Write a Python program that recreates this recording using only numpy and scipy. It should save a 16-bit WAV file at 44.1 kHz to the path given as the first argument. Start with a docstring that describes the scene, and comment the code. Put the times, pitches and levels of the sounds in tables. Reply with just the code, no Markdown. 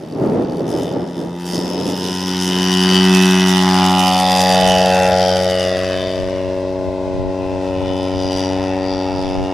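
"""A model airplane with a one-cylinder petrol engine gathers speed on a runway, passes, lifts off and climbs away.
Each firing gives a low exhaust pulse, built from engine orders, and a bright crack: muffler modes over a gas puff.
The ground returns an echo whose lag mostly grows as the plane climbs.
Wind, made of banded noise, buffets the microphones, hard at first, then as a low rumble."""
import sys
import numpy as np
from scipy import signal
from scipy.fft import next_fast_len
from scipy.io import wavfile
from scipy.ndimage import uniform_filter1d

SR = 44100
rng = np.random.default_rng(int(sys.argv[2]) if len(sys.argv) > 2 else 0)


def dump(signal):
    """Clip the signal to [-1, 1] and save it as 16-bit WAV at the path in sys.argv[1]."""
    limited = np.clip(np.atleast_2d(signal).T, -1, 1)
    pcm = np.round(limited * 32767).astype(np.int16)
    wavfile.write(sys.argv[1], SR, pcm)


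N = 420273

# Wind gusts. Each row: start in seconds, length in seconds, level in dB.
GUSTS = [(.15, .04, -23.5), (.22, 0.19, -15.5), (.5, 0.31, -20), (.74, 0.11, -19), (.92, .11, -20.5),
         (1.19, 0.075, -23), (1.55, 0.17, -22.5), (1.78, 0.13, -21.5), (1.92, 0.2, -27.5),
         (2.12, 0.19, -35.5), (2.5, 0.15, -31), (2.91, 0.033, -27)]
# Gust spectrum. Each row: frequency in Hz, level in dB per Hz.
GUST_SPECTRUM = [(40, -26), (70, -20.5), (155, -1), (200, -3.5), (310, 2), (650, -8), (1200, -30),
                 (3000, -52)]
# Gust stereo. Each row: frequency in Hz, left-right likeness.
GUST_LIKENESS = [(60, 1), (300, 0.94), (700, 0.73), (1500, 0.24)]
GUST_RISE_DB_PER_S, GUST_FALL_DB_PER_S = 125, 120
LULL_DB, CALM_DB = -29.5, -41.5   # gust floor before the first gust, and after its start
# Low wind. Each row: time in seconds, level in dB before a 12 dB lift.
RUMBLE = [(0, -74), (2.3, -76), (3.0, -57), (4.3, -74), (5.8, -46.5), (9.53, -44)]
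# Low wind spectrum. Each row: frequency in Hz, level in dB per Hz.
RUMBLE_SPECTRUM = [(25, -11.5), (50, -10.5), (90, -7), (140, -10.5), (250, -23.5), (500, -19)]
# Thumps of the low wind. Each row: start in seconds, length in seconds, level in dB before the same lift.
THUMPS = [(4.7, 0.021, -41), (6.2, .04, -43), (6.85, 0.031, -41), (7.22, 0.075, -34.5),
          (7.87, 0.051, -37.5), (8.22, .04, -39.5), (9.2, 0.084, -38), (9.37, 0.047, -35)]
THUMP_RISE_DB_PER_S, THUMP_FALL_DB_PER_S = 60, 162
# Far hiss spectrum. Each row: frequency in Hz, level in dB per Hz.
FIELD_SPECTRUM = [(760, -12), (1400, -15), (3500, -5.5), (4400, -1), (5200, -9), (6930, -15), (15600, -42)]
# Far hiss over the field. Each row: time in seconds, level in dB.
FIELD_LEVEL = [(0, -57), (6.3, -47), (9.53, -48)]

# Ground echo. Each row: time in seconds, lag in ms, strength 0-1.
GROUND = [(0, 0.49, 0.7), (1.9, 0.61, 0.8), (2.3, 0.56, 1), (3.9, 0.71, 1), (4.3, 0.96, 0.85),
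          (4.7, 1.06, 0.97), (5.4, 1.243, 0.81), (6.0, 1.65, 0.66), (6.7, 1.84, 0.71), (8.6, 2.1, 0.61),
          (9.53, 2.17, 0.73)]
GRASS_TURNS = 0.15   # phase lag from soft ground, in cycles; not applied to the muffler ring
RING_ECHO = 0.37   # share of the echo strength that the muffler ring keeps

# Stereo place. Each row: time in seconds, left-right difference in dB of the low part, of the high part.
PLACE = [(0, .6, 0), (3.2, 0, -.3), (6, 1.7, 1), (7.5, 2.9, .5), (9.53, 2.0, .5)]
# Engine speed as heard. Each row: time in seconds, firings per second.
SPEED = [(0, 80.1), (.45, 80.2), (.9, 86.5), (1.1, 87.0), (1.25, 86.2), (1.75, 90.7), (2.25, 92.3),
         (2.5, 91.3), (3.05, 93.1), (3.75, 91.8), (4.2, 92.4), (5.25, 92.0), (5.65, 92.4), (5.8, 93.0),
         (7.0, 93.4), (8.3, 93.5), (8.6, 94.0), (9.53, 93.7)]
# Engine as heard. Each row: time in seconds, exhaust level in dB, dulling in dB an octave,
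# lift of the blade tones in dB.
FLIGHT = [(0, -49.5, -1, 13), (1.0, -46.5, -2.5, 13.5), (1.5, -40.5, -2, 14), (2.2, -35.5, -2.5, 7.5),
          (2.6, -32, -2, 12.5), (3.14, -29, -3, 19.5), (3.4, -31.5, -3, 19.5), (3.85, -28, -3, 11.5),
          (4.2, -29.5, -2, 9.5), (4.6, -30, -3, 13.5), (5.2, -29.5, -4.5, 4.5), (6.0, -34.5, -6, 5),
          (7.0, -35.5, -6, 6.5), (8.5, -30.5, -6, -1), (9.53, -33.5, -4.5, 1)]

# Turbulence spectrum. Each row: frequency in Hz, level in dB per Hz.
ROAR_SPECTRUM = [(60, -2), (150, -7.5), (400, -14.5), (650, -14.5), (900, 10.5), (1300, -9.5), (2500, -2)]
PIPE_HZ, PIPE_WIDTH_HZ = 616, 27   # width of each of two passes
# Breathy pipe tone. Each row: time in seconds, level in dB.
PIPE_LEVEL = [(0, -83), (4.6, -29), (5.4, -28), (6.2, -31), (7.5, -39), (9.53, -47)]
# Tick on every second firing. Each row: time in seconds, level in dB.
TICK_LEVEL = [(0, -54), (.3, -52), (.37, -62), (.48, -48), (.6, -49), (.66, -80)]
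TICK_HZ, TICK_WIDTH_HZ = 4600, 150

# Treble as the plane turns. Each row: time in seconds, crack level in dB, then in dB against it:
# upper orders (before a 6 dB cut), the six muffler modes from the lowest up.
TREBLE = [(0.0, -42.5, -17, -12, -11, -19, -17, -11, -21), (0.63, -41, -15, -10, -9, -9, -14, -17, -17),
          (0.72, -37, -7, -13, -6.5, -9, -10, -4.5, -17), (1.33, -41.5, -7, -9, -10, -11, -15, -11.5, -21),
          (1.54, -34, -3, -14, -10, -13, -11, -5.5, -12),
          (1.72, -26, -16.5, -14, -16.5, -19.5, -22, -9.5, -17),
          (2.57, -17, -12.5, -15.5, -3.5, -14.5, -18, -9, -10.5),
          (2.97, -14.5, -8.5, -6, -4, -12, -8, -10.5, -8.5),
          (3.34, -14.5, -6.5, -9, -12, -14, -36, -19, -12), (3.69, -14, -8.5, -22, -14.5, -8, -24, -6, -20),
          (4.14, -17.5, -13, -13, -1, -11.5, -13, -9.5, -27),
          (4.33, -15.5, -11, -9, -24, -0.5, -14, -3.5, -15),
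          (4.51, -16.5, -7, -9, -12.5, -6, -9, -13.5, -16), (4.72, -15, -10, -12, -5.5, -18, -25, -15, -18),
          (4.94, -17, -7.5, -12, -15, -18, -10, -9, -19),
          (5.07, -19.5, -3.5, -7, -20, -11, -17, -14, -13.5),
          (5.28, -19.5, -8, -28, -6.5, -12, -6, -6.5, -11),
          (5.89, -24.5, -4, -7.5, -9, -8.5, -15, -11, -19), (6.05, -27, -6, -11, -7, -4.5, -8, -10.5, -18),
          (6.34, -35, -3.5, -5.5, -5, -15, -21, -14, -18), (7.01, -51.5, 0.5, -5, -15, -16, -12, -2, -17),
          (7.7, -38, -5, -3.5, -7.5, -10, -20, -14, -17), (7.91, -34.5, -10, -8, -3.5, -6, -20, -8, -18),
          (8.41, -26, -11.5, -14, -9.5, -10, -24, -5.5, -6), (8.73, -37.5, 2.5, 3, 0.5, -4, -14, -3, -11),
          (8.92, -34, -5.5, -4, -11, -3, -1, 1.5, -6.5), (9.53, -35.5, -5.5, -8, -3, -9, -15, -10, -14)]
# Treble flares. Each row: start in seconds, length in seconds, lift in dB.
FLARES = [(.72, 0.19, 4.5), (1.15, 0.092, 2.5), (1.47, 0.078, 7), (1.55, 0.01, 9.5), (8.28, 0.049, 1.5)]
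FLARE_RISE_DB_PER_S, FLARE_FALL_DB_PER_S = 55, 136
# Gas noise under the muffler modes. Each row: frequency in Hz, level in dB per Hz.
GAS_SPECTRUM = [(2300, -25), (2900, -5), (3300, 2), (3600, -2), (4000, -24), (4350, -49), (4750, -4),
                (5100, -1), (5500, -6), (5900, -16), (6500, -27)]
GAS_SHARE = .26   # gain of the gas in the crack
# Crack hiss spectrum. Each row: frequency in Hz, level in dB per Hz.
HISS_SPECTRUM = [(5500, 3), (6800, -6), (8000, -6), (10500, -3.5), (12500, -9.5), (14500, -12),
                 (15700, -41)]
HISS_DB, HISS_LEFT_DB = -12.5, 1   # hiss against the crack; left above right
HISS_PER_FLARE_DB, HISS_PER_DULLING_DB, AIR_PER_DULLING_DB = 1.87, 0.77, 2.5   # dB per dB; air is the top
HISS_FLICKER_DB = 1.6   # spread, in the moving air
FAR_FROM_S, FAR_DB_PER_S = 7.8, -7   # the very top fades further as the plane recedes
CLEAR_ABOVE_DB, BLUR_PER_DB = -44, 0.06   # a fainter crack keeps less of its ring
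PUFF_TURNS, PUFF_FLOOR = .33, .18   # burst decay in shaft turns; constant flow added to the burst
# Muffler modes struck by each firing. Each row: frequency in Hz, decay in ms.
MUFFLER = [(2640, 2.8), (3020, 1.9), (3560, 1.8), (4680, 2.8), (5070, 2.0), (5750, 1.3)]
# Mode glide as the plane turns. Each row: time in seconds, pitch shift in % of the second mode,
# of the fifth and sixth modes.
GLIDE = [(1.6, 0, 2), (1.9, -5, 2), (2.6, -2, 1.5), (3.0, -1, -1), (4.3, -1.5, -3), (5.3, 1.5, -2.5),
         (5.8, -7, -3.5), (6.05, 3, -3.5), (6.7, -12, -2.5), (7.5, -11, -2.5), (8.0, 0, -2.5),
         (9.53, -6, -3)]
MODE_RISE_MS = 0.98
MODE_WANDER, MODE_JITTER = .008, .002   # pitch spread as shares: slow, firing to firing
MODE_WAVER_DB, MODE_SWAY_DB = 2.0, 4.5   # spread of the slow swell, of the left-right difference

# Orders one to four, level in dB against the tilted exhaust level; two and four are the blade tones.
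LOW_DB = [-10, 0.65, 4.5, -1.5]
# Share of the blade lift that each of orders one to four takes.
BLADE_SHARE = [-0.23, 0.62, 0.016, 0.84]
NOTE_DB, BRIGHT_DB = 8, 5   # note and bright half against the tilted exhaust level
NOTE_OPENS_S, NOTE_OPENS_IN_S, NOTE_OPENS_DB = 4.42, 0.15, 4   # as the tail turns to the listener; dB either way
# Order phase as the plane turns. Each row: time in seconds, phase advance in cycles per order above the second.
LEAD = [(0, -.22), (3.4, -.2), (4.0, .38), (5.2, .34), (5.8, .08), (6.6, .02), (9.53, .05)]
# Orders five to seven. Each row: frequency in Hz, level in dB an order.
NOTE_SPECTRUM = [(560, 7), (650, 5)]
# Fifth order. Each row: time in seconds, level in dB against the note.
FIFTH = [(0, -4), (3.8, -8), (4.4, -1.5), (6.0, -9), (7.4, -11.5), (9.53, -13.5)]
# Orders eight to fifteen, read at 1/0.93 of their pitch. Each row: frequency in Hz, level in dB an order.
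BRIGHT_SPECTRUM = [(740, -2), (830, 0), (930, -2), (1030, -6)]
# Swells of orders eight and nine. Each row: start in seconds, length in seconds, lift in dB.
BRIGHT_SWELL = [(3.75, 1.47, 7), (6.7, 0.93, 2.5)]
SWELL_DB_PER_S = 24
# Higher orders against the bright half. Each row: time in seconds, orders ten and eleven in dB,
# orders twelve to fifteen in dB.
HIGHER = [(0.6, 2.5, -11.5), (2.1, -2, -22), (3.0, -4.5, -10), (3.84, -2, -6), (4.6, -8.5, -2),
          (5.3, -9, -6.5), (7.0, -7.5, -18), (9.53, -4.5, -14.5)]
# Orders sixteen to twenty-four, read at 1/0.97 of their pitch, and the rasp noise.
# Each row: frequency in Hz, level in dB (an order, or per Hz for the rasp).
UPPER_SPECTRUM = [(1100, -6), (1400, -4.5), (1800, -5), (2000, 2.5), (2250, -15)]

STOPBAND_HZ = 15900
SIDES = np.array([[.5], [-.5]])   # shares a left-right difference in dB between the channels


def from_db(db):
    """Decibels to gain."""
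    return 10 ** (np.asarray(db) / 20)


def rms_one(x):
    """Scaled to rms 1."""
    return x / np.sqrt(np.mean(x ** 2) + 1e-20)


def in_time(rows):
    """Each column of a table as a curve over all samples."""
    s, *columns = np.transpose(rows)
    return [np.interp(np.arange(N) / SR, s, column) for column in columns]


def at_hz(points, hz):
    """A spectrum read on a log-frequency axis."""
    point_hz, value = np.array(points).T
    return np.interp(np.log(hz), np.log(point_hz), value)


def humps(rows, rise_db_per_s, fall_db_per_s):
    """Rows of start, length and dB, each held and flanked by slopes; the highest counts."""
    t = np.arange(N) / SR
    levels_db = []
    for start_s, length_s, db in rows:
        before_db = rise_db_per_s * (start_s - t)
        after_db = fall_db_per_s * (t - start_s - length_s)
        levels_db.append(db - np.maximum(0, np.maximum(before_db, after_db)))
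    return np.max(levels_db, axis=0)


def drift(rate_hz):
    """Slow chance: noise through a double low-pass pole, made every 200 samples; spread 1."""
    r = np.exp(-400 * np.pi * rate_hz / SR)
    noise = rng.standard_normal(N // 200 + 402)
    slow = signal.lfilter([1], [1, -2 * r, r * r], noise)[400:]   # past the filter's settling
    return np.interp(np.arange(N) / 200, np.arange(len(slow)), rms_one(slow))


def resonance(x, hz, width_hz):
    """Two-pole peak with gain 1 on top."""
    r = np.exp(-np.pi * width_hz / SR)
    poles = [1, -2 * r * np.cos(2 * np.pi * hz / SR), r * r]
    return signal.lfilter([(1 - r * r) / 2, 0, (r * r - 1) / 2], poles, x)


def split(x, hz):
    """The parts below and above a frequency."""
    below = signal.sosfiltfilt(signal.butter(2, hz, fs=SR, output="sos"), x)
    return below, x - below


def coloured(spectrum, likeness, patchy_db, rate_hz):
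    """Bands of stereo noise, each with its own level, flicker and likeness; rms 1."""
    lowest_hz = spectrum[0][0]
    octaves = np.log2(spectrum[-1][0] / lowest_hz)
    step = min(.5, octaves / 6)   # octaves a band
    edges = lowest_hz * 2 ** np.arange(0, octaves + step, step)
    out, together, white = 0, drift(rate_hz), rng.standard_normal((2, 2, N))
    for k, (low, high) in enumerate(zip(edges, np.minimum(edges[1:], .45 * SR))):
        band = signal.butter(2, [low, high], "band", fs=SR, output="sos")
        mid, side = signal.sosfilt(band, white[k % 2])   # neighbours use separate noise
        centre_hz = np.sqrt(low * high)
        alike = np.clip(at_hz(likeness, centre_hz), -1, 1)
        gain = from_db(at_hz(spectrum, centre_hz) + patchy_db * (together + drift(rate_hz)))
        out = out + gain * (np.sqrt(1 + alike) * mid + np.sqrt(1 - alike) * side * [[1], [-1]])
    return rms_one(out)


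def wind():
    """Lumpy buffeting that both microphones share, a rumble partly in opposition, and a far hiss."""
    lull_db = np.where(np.arange(N) / SR < GUSTS[0][0], LULL_DB, CALM_DB)
    gust_db = np.maximum(humps(GUSTS, GUST_RISE_DB_PER_S, GUST_FALL_DB_PER_S), lull_db)
    gusts = from_db(gust_db) * coloured(GUST_SPECTRUM, GUST_LIKENESS, patchy_db=1.5, rate_hz=40)
    thump_db = humps(THUMPS, THUMP_RISE_DB_PER_S, THUMP_FALL_DB_PER_S)
    rumble_db = np.maximum(thump_db, in_time(RUMBLE)[0]) + 12.0
    rumble = coloured(RUMBLE_SPECTRUM, [(30, 0.019), (150, -0.78)], patchy_db=2.2, rate_hz=16)
    field = coloured(FIELD_SPECTRUM, [(1500, 0.93), (12000, 0.34)], patchy_db=0.8, rate_hz=6.4)
    return gusts + from_db(rumble_db) * rumble + from_db(in_time(FIELD_LEVEL)[0]) * field


def ground_echo(hz, echo_hz):
    """Direct sound plus ground echo at a gliding pitch, as gain and phase shift."""
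    coarse = slice(None, None, 40)
    lag_ms, strength = [curve[coarse] for curve in in_time(GROUND)]
    hz = hz[coarse]
    returned = np.clip(strength, 0, .97) / (1 + (hz / echo_hz) ** 2)   # grass returns little treble
    total = 1 + returned * np.exp(-2j * np.pi * (hz * lag_ms / 1000 + GRASS_TURNS))
    return [np.interp(np.arange(N), np.arange(0, N, 40), v) for v in (np.abs(total), np.angle(total))]


def delayed_echo(x):
    """The ground's reflection of a stereo sound: a gliding lag and strength."""
    lag_ms, strength = in_time(GROUND)
    late = np.arange(N) - lag_ms * SR / 1000
    return np.clip(strength, 0, 1) * np.array([np.interp(late, np.arange(N), channel) for channel in x])


def uneven(turns, spread_db):
    """No two firings are quite as strong."""
    firing = np.floor(turns + .5).astype(int)
    return uniform_filter1d(from_db(spread_db * rng.standard_normal(N)[firing]), size=60)


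def puffs(turns):
    """Gas leaves in a burst that decays until the next firing, over a constant flow."""
    return uneven(turns, spread_db=1.0) * (np.exp(-((turns + .1) % 1) / PUFF_TURNS) + PUFF_FLOOR)


def roar(note_db, bright_db):
    """Turbulent exhaust and slipstream fill the gaps between the orders and take a ground echo."""
    noise = coloured(ROAR_SPECTRUM, [(100, 1.0), (5000, 0.73)], patchy_db=1.5, rate_hz=4.4)
    analytic = signal.hilbert(noise, next_fast_len(N))[:, :N]
    turned = np.real(analytic * np.exp(-2j * np.pi * GRASS_TURNS))
    dull, sharp = split(noise + delayed_echo(turned), 690)
    return from_db(note_db - 4.5) * dull + from_db(bright_db - 9.0) * sharp


def pipe():
    """Gas flow sounds a narrow resonance between two orders."""
    tone = resonance(rng.standard_normal(N), PIPE_HZ, PIPE_WIDTH_HZ)
    tone = resonance(tone, PIPE_HZ, PIPE_WIDTH_HZ)
    return from_db(in_time(PIPE_LEVEL)[0]) * rms_one(tone)


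def tick(turns):
    """A short bright ring, once in two turns."""
    clicks = (np.diff(np.floor(turns / 2), prepend=0) > 0) * uneven(turns, spread_db=3.0)
    return from_db(in_time(TICK_LEVEL)[0]) * rms_one(resonance(clicks + 1e-18, TICK_HZ, TICK_WIDTH_HZ))


def muffler(turns, per_s, modes_db):
    """Each firing strikes the muffler's modes, which ring out within a few milliseconds."""
    firing = np.floor(turns + .1).astype(int)
    since_ms = 1000 * ((turns + .1) % 1) / per_s
    second, upper = np.array(in_time(GLIDE)) / 100
    chance, out = rng.standard_normal((firing.max() + 1, len(MUFFLER), 2)), 0
    for k, (hz, decay_ms) in enumerate(MUFFLER):
        glide = second * (k == 1) + upper * (k >= 4)
        pitch_hz = hz * (1 + glide + MODE_WANDER * drift(1.2) + MODE_JITTER * chance[firing, k, 0])
        shape = np.exp(-since_ms / decay_ms) * (1 - np.exp(-since_ms / MODE_RISE_MS))
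        size_db = modes_db[k] + MODE_WAVER_DB * drift(4.1) + .5 * chance[firing, k, 1]
        size = from_db(size_db + MODE_SWAY_DB * drift(2.2) * SIDES)
        out = out + size * rms_one(shape * np.sin(2 * np.pi * pitch_hz * since_ms / 1000))
    return out


def crack(turns, per_s, crack_db, modes_db, hiss_db, air_db):
    """The port opens: the muffler rings over a dying puff of gas."""
    clear = np.clip(0.59 + BLUR_PER_DB * np.minimum(crack_db - CLEAR_ABOVE_DB, 0), .1, 1)
    puff = puffs(turns)
    gas = rms_one(puff * coloured(GAS_SPECTRUM, [(2300, 1.0), (6500, 0.7)], patchy_db=0.5, rate_hz=5.3))
    noise = coloured(HISS_SPECTRUM, [(6000, 0.84), (15000, 0.42)], patchy_db=1.26, rate_hz=25.0)
    hiss, air = split(rms_one(puff * uneven(turns + 0.36, spread_db=0.9) * noise), 9800)
    hiss = hiss + air * from_db(air_db)   # the air eats the very top
    ring = muffler(turns, per_s, modes_db)
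    ring = ring + RING_ECHO * delayed_echo(ring)
    body = from_db(crack_db) * (clear * ring + GAS_SHARE * gas)
    return body + from_db(hiss_db + HISS_LEFT_DB * SIDES) * hiss


def engine_levels(per_s):
    """Levels of the four low orders, the note and its bright half; dulling pivots on the fourth order."""
    level_db, dulling_db, blade_db = in_time(FLIGHT)
    tilted = [level_db + dulling_db * np.log2(order / 4) for order in (1, 2, 3, 4, 6, 9)]
    opens_db = NOTE_OPENS_DB * np.tanh((np.arange(N) / SR - NOTE_OPENS_S) / NOTE_OPENS_IN_S)
    low = []
    for k in range(4):
        echo_gain, _ = ground_echo((k + 1) * per_s, echo_hz=3000)
        low.append(tilted[k] + LOW_DB[k] + blade_db * BLADE_SHARE[k] + 20 * np.log10(echo_gain))
    return low, tilted[4] + NOTE_DB + opens_db, tilted[5] + BRIGHT_DB, dulling_db


def orders(turns, per_s, which, spectrum, waver_db, scatter, echo_hz, lead, pitch_scale):
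    """Engine orders, each met by its ground echo and wavering in level and timing; rms 1 before the echo."""
    out, power, shared = 0, 0, drift(1.0)
    for k in which:
        shared = 0.6 * shared + 0.9 * drift(2.5)   # neighbouring orders swell together
        size = from_db(at_hz(spectrum, k * (per_s / pitch_scale)[::40]) + waver_db * shared[::40])
        size = np.interp(np.arange(N), np.arange(0, N, 40), size)
        gain, shift = ground_echo(k * per_s, echo_hz)
        cycles = k * turns + (k - 2) * lead + scatter * drift(1.12)
        out = out + size * gain * np.cos(2 * np.pi * cycles + shift)
        power = power + size ** 2 / 2
    return out / np.sqrt(power)


def tones(turns, per_s, levels_db, note_db, bright_db, upper_db):
    """Low orders are near sines; above them the exhaust note and its rasping upper orders."""
    lead, = in_time(LEAD)
    ahead = [.22, -.05, lead, 2 * lead]
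    low = 0
    for k, db in enumerate(levels_db):
        low = low + np.sqrt(2) * from_db(db) * np.cos(2 * np.pi * ((k + 1) * turns + ahead[k]))

    fifth, rest = [orders(turns, per_s, which, NOTE_SPECTRUM, waver_db=3.0, scatter=0.04,
                          echo_hz=3020, lead=lead, pitch_scale=1.0)
                   for which in (range(5, 6), range(6, 8))]
    note = from_db(in_time(FIFTH)[0]) * fifth + rest

    swell_db = np.maximum(humps(BRIGHT_SWELL, SWELL_DB_PER_S, SWELL_DB_PER_S), 0)
    groups = [orders(turns, per_s, which, BRIGHT_SPECTRUM, waver_db=2.5, scatter=0.04,
                     echo_hz=3000, lead=lead, pitch_scale=0.93)
              for which in (range(8, 10), range(10, 12), range(12, 16))]
    bright = from_db(swell_db - 0.5) * groups[0]
    for db, group in zip(in_time(HIGHER), groups[1:]):
        bright = bright + from_db(db) * group

    upper = orders(turns, per_s, range(16, 25), UPPER_SPECTRUM, waver_db=3.0, scatter=0.15,
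                   echo_hz=1130, lead=0, pitch_scale=0.97)
    noise = coloured(UPPER_SPECTRUM, [(1100, 1.0), (2300, 0.67)], patchy_db=1.5, rate_hz=21.0)
    rasp = rms_one(puffs(turns) * noise)
    exhaust = from_db(note_db) * note + from_db(bright_db) * bright + from_db(upper_db - 6.0) * upper
    return low + uneven(turns, spread_db=0.75) * exhaust + from_db(upper_db - 9.0) * rasp


def scene():
    """The plane, placed left or right, in the wind."""
    per_s, = in_time(SPEED)
    levels_db, note_db, bright_db, dulling_db = engine_levels(per_s)
    treble_db, upper_db, *modes_db = in_time(TREBLE)
    flare_db = np.maximum(humps(FLARES, FLARE_RISE_DB_PER_S, FLARE_FALL_DB_PER_S), 0) + 0.72 * drift(12.0)
    hiss_db = treble_db + HISS_DB + HISS_PER_FLARE_DB * flare_db
    hiss_db = hiss_db + HISS_PER_DULLING_DB * dulling_db + HISS_FLICKER_DB * drift(9.6)
    far_db = FAR_DB_PER_S * np.maximum(np.arange(N) / SR - FAR_FROM_S, 0)
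    air_db = AIR_PER_DULLING_DB * dulling_db + far_db
    turns = np.cumsum(per_s * (1 + 0.0003 * drift(8.8) + .0015 * drift(1.5))) / SR   # one firing a turn

    low = tones(turns, per_s, levels_db, note_db, bright_db, treble_db + upper_db)
    low = low + roar(note_db, bright_db) + pipe()
    high = crack(turns + 0.051, per_s, treble_db + flare_db, modes_db, hiss_db, air_db) + tick(turns)
    low_pan_db, high_pan_db = in_time(PLACE)
    return low * from_db(SIDES * low_pan_db) + high * from_db(SIDES * high_pan_db) + wind()


def record(dry):
    """The loudest peaks are rounded, the top is cut."""
    rounded = dry / (1 + np.abs(dry / .95) ** 4) ** (1 / 4)
    return signal.sosfilt(signal.cheby2(16, 70, STOPBAND_HZ, fs=SR, output="sos"), rounded)


dry = scene()
out = record(dry)
dump(out)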